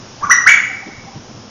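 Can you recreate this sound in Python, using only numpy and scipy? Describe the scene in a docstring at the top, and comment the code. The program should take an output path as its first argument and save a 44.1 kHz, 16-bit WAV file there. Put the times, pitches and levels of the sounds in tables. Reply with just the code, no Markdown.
"""A treepie between house walls

A treepie calls three quick rising notes close by, each a rasping whistle that slides up and holds.
The walls reflect the call and ring on after it, and the two loud notes overload the input.
Behind it are a low outdoor rumble, tape hiss, a few soft thumps and faint far hoots."""
import sys
import numpy as np
from scipy import signal
from scipy.fft import rfft, irfft
from scipy.io import wavfile
from scipy.ndimage import uniform_filter1d

SR = 44100
rng = np.random.default_rng(int(sys.argv[2]) if len(sys.argv) > 2 else 0)


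def materialize(psi):
    """Save the field psi as 16-bit PCM at rate SR to the path in sys.argv[1].

    A 1-D psi becomes a single channel; in a 2-D psi each row is a channel.
    """
    bounded = np.clip(np.atleast_2d(psi).T, -1, 1)
    quanta = np.round(bounded * 32767).astype(np.int16)
    wavfile.write(sys.argv[1], SR, quanta)


N = 66150
TIME = np.arange(N) / SR


def amp(db):
    """Amplitude ratio of a level in decibels."""
    return 10 ** (np.asarray(db) / 20)


def unit(x):
    """Normalisation to an rms of one."""
    return x / np.sqrt(np.mean(x ** 2) + 1e-20)


def log_interp(points, hz):
    """Interpolation of a table along a logarithmic frequency axis."""
    f, value = np.transpose(points)
    return np.interp(np.log(hz + 1), np.log(f + 1), value)


def noise(gain_at):
    """Spectral shaping: white noise weighted by a gain at each frequency, at unit rms."""
    return unit(irfft(rfft(rng.standard_normal(N)) * gain_at(np.fft.rfftfreq(N, 1 / SR)), N))


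def lowpass(x, hz):
    """Steep zero-phase low-pass filter."""
    return signal.oaconvolve(x, signal.firwin(301, hz, window=("kaiser", 8), fs=SR), "same")


def ease(u):
    """Raised-cosine step from 0 to 1."""
    return np.sin(np.pi / 2 * np.clip(u, 0, 1)) ** 2


def rumble_and_hiss():
    """Broadband noise: outdoor rumble and tape hiss, whose level drifts in patches, most in the bass."""
    # Each row: frequency in hertz, relative spectral density in dB.
    spectrum = [(15, -38.5), (25, -5), (48, -19), (118, -0.5), (157, -7.5), (213, -0.5), (325, -8.5),
                (383, -7), (462, -13), (508, -6), (545, -11), (1010, -11.5), (1990, -19.5), (3420, -19.5),
                (4320, -22.5), (5340, -12.5), (6920, -21), (9000, -58.5), (15200, -120)]
    steady = noise(lambda f: amp(log_interp(spectrum, f)))
    hz, _, bands = signal.stft(steady, SR, nperseg=1024)
    patches = uniform_filter1d(rng.standard_normal(bands.shape), size=8, axis=0)
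    patches = unit(uniform_filter1d(patches, size=12, axis=1))
    drift_db = 1.5 * patches / (1 + hz[:, None] / 2000)
    return amp(-35.5) * unit(signal.istft(bands * amp(drift_db), SR, nperseg=1024)[1][:N])


def soft_thumps(rise_s=0.013, half_width_octaves=0.59):
    """Damped transients: bands of low noise swell quickly and decay exponentially."""
    # Each row: start in seconds, peak level in dB, centre frequency in hertz.
    thumps = [(0.233, -32, 135), (0.454, -33.5, 127), (.865, -28.5, 275), (1.031, -34, 192),
              (1.146, -27.5, 141), (1.344, -38, 125)]
    sound = np.zeros(N)
    for start, level_db, centre_hz in thumps:
        age = np.maximum(TIME - start, 0) / rise_s
        body = noise(lambda f: 1 / (1 + (np.log2((f + 1) / centre_hz) / half_width_octaves) ** 2))
        sound += amp(level_db) * age * np.exp(1 - age) * body
    return sound


def far_hoots(pitch_hz=786, half_width_hz=25, length_s=0.045):
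    """Narrow-band noise has a blurred pitch; half-sine envelopes cut it into short, soft hoots."""
    # Each row: start in seconds, peak level in dB.
    hoots = [(0.686, -34.5), (0.818, -33), (1.061, -36)]
    sound = np.zeros(N)
    for start, level_db in hoots:
        tone = noise(lambda f: 1 / (1 + ((f - pitch_hz) / half_width_hz) ** 2))
        envelope = np.sin(np.pi * np.clip((TIME - start) / length_s, 0, 1))
        sound += amp(level_db) * envelope * tone
    return sound


def yard_reverb(x, delay_s=0.0072, build_s=0.0065):
    """Reverberation: a diffuse tail builds up, then each band decays exponentially at its own rate."""
    # Each row: frequency in hertz, time to decay by 60 dB in seconds.
    decay_times = [(300, 1), (1200, 0.7), (1700, 0.6), (2250, 0.74), (3200, 0.59), (6000, 0.49),
                   (8000, 0.87)]
    hz, t, bands = signal.stft(rng.standard_normal(N), SR, nperseg=256)
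    decay = amp(-60 * t / log_interp(decay_times, hz)[:, None])
    tail = signal.istft(bands * decay, SR, nperseg=256)[1][:N]
    tail *= ease((TIME - delay_s) / build_s)
    return signal.fftconvolve(x, tail / np.linalg.norm(tail))[:N]


def far_echo(x, delay_s=0.43):
    """Echo: the long path to distant houses and back returns the sound late, faint and blurred."""
    return amp(-32.5) * np.interp(TIME - delay_s, TIME, yard_reverb(x), left=0)


def wall_reflections(x):
    """Early reflections: each near wall returns a delayed, weaker copy."""
    # Each row: delay in seconds, gain in dB.
    echoes = [(.0085, -9.5), (.0135, -9), (.021, -10), (.034, -14.5), (.043, -10), (0.055, -17),
              (.1, -15.5)]
    return sum(amp(db) * np.interp(TIME - delay, TIME, x, left=0) for delay, db in echoes)


def note(course, gain_db, jitter, third_db, step_db, beak_hz, half_width_hz):
    """Source and filter: a gliding whistle whose overtones flare as they cross the beak resonance."""
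    waver_hz, fade_s = 252, 0.0019
    times, pitch_hz, level_db, rasp_db = np.transpose(course)
    waver = noise(lambda f: 1 / (1 + (f / waver_hz) ** 2))
    hz = np.interp(TIME, times, pitch_hz) * (1 + jitter * waver)
    phase = 2 * np.pi * np.cumsum(hz) / SR
    voice = np.sin(phase) + amp(-29.5) * np.sin(2 * phase)
    for harmonic in (3, 4, 5):
        resonance = 1 / (1 + ((harmonic * hz - beak_hz) / half_width_hz) ** 2)
        voice += amp(third_db + step_db * (harmonic - 3)) * resonance * np.sin(harmonic * phase)
    # Fast, uneven amplitude modulation puts sidebands around each partial, heard as rasp.
    sideband_hz = 0.6 * pitch_hz.max()
    flutter = noise(lambda f: 1 / (1 + (f / sideband_hz) ** 20))
    voice *= 1 + amp(0.5 + np.interp(TIME, times, rasp_db)) * flutter
    gate = ease((TIME - times[0]) / fade_s) * ease((times[-1] - TIME) / fade_s)
    return amp(gain_db + np.interp(TIME, times, level_db)) * gate * voice


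def treepie():
    """Frequency modulation: three upward glides, one soft and two loud, each reaching a higher pitch."""
    # Each row: time in seconds, pitch in hertz, relative level in dB, relative rasp depth in dB.
    first = [(.211, 760, -29, 3), (.221, 866, -33.5, -3.5), (.229, 1087, -19, -10),
             (.238, 1181, -10.5, -36), (.244, 1175, -17.5, -16), (.251, 1416, -19, -6),
             (.258, 1550, -37.5, -0.5)]
    second = [(.290, 950, -28, -30), (.299, 1150, -7, -30), (.306, 1490, -5, -30), (.309, 1780, -5, -20),
              (.312, 1960, -1, -16), (.318, 1985, -1, -22), (.325, 1925, 0, -30), (.333, 1860, -4, -30),
              (.340, 1780, -24, -30)]
    third = [(.456, 1018, -27, -36), (.466, 1372, -5.5, -33), (.472, 1659, 1.5, -17),
             (.478, 2132, 3, -23.5), (.485, 2222, -8, -21), (.495, 2319, -2, -2.5), (.504, 2264, -5, -22.5),
             (.514, 2231, -3.5, -35.5), (.523, 2026, -13, -37.5)]
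    return (
        note(first, 0.7, jitter=0.024, third_db=-20, step_db=2, beak_hz=6100, half_width_hz=380)
        + note(second, 0.33, jitter=0.01, third_db=-2.5, step_db=-0.5, beak_hz=5920, half_width_hz=141)
        + note(third, 2.25, jitter=0.013, third_db=-16.5, step_db=-31, beak_hz=6700, half_width_hz=2040)
    )


def scene():
    """Superposition: the direct call and its reflections add to the background."""
    bird = treepie()
    call = bird + wall_reflections(bird) + amp(0.5) * yard_reverb(bird)
    hoots = far_hoots()
    background = rumble_and_hiss() + hoots + amp(-5.5) * yard_reverb(hoots) + soft_thumps()
    return (background + far_echo(bird) + call)[None]


def record(dry):
    """Compression and saturation: a band-limited input lowers its gain and rounds off loud peaks."""
    threshold_db, duck_share, attack_s = -11.5, 0.16, 0.0067
    knee, treble_hz = 0.61, 12000
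    x = lowpass(dry[0], hz=7050)
    power_db = 10 * np.log10(abs(uniform_filter1d(x ** 2, size=256)) + 1e-12)
    # The gain falls by a share of the greatest excess so far and stays down.
    duck_db = np.maximum.accumulate(duck_share * np.maximum(power_db - threshold_db, 0))
    pole = np.exp(-1 / (attack_s * SR))
    x *= amp(-signal.lfilter([1 - pole], [1, -pole], duck_db))
    linear = np.clip(x, -knee, knee)
    saturated = linear + (1 - knee) * np.tanh((x - linear) / (1 - knee))
    dulled = irfft(rfft(saturated) / (1 + (np.fft.rfftfreq(N, 1 / SR) / treble_hz) ** 4), N)
    return lowpass(dulled, hz=16000)[None]


dry = scene()
out = record(dry)
materialize(out)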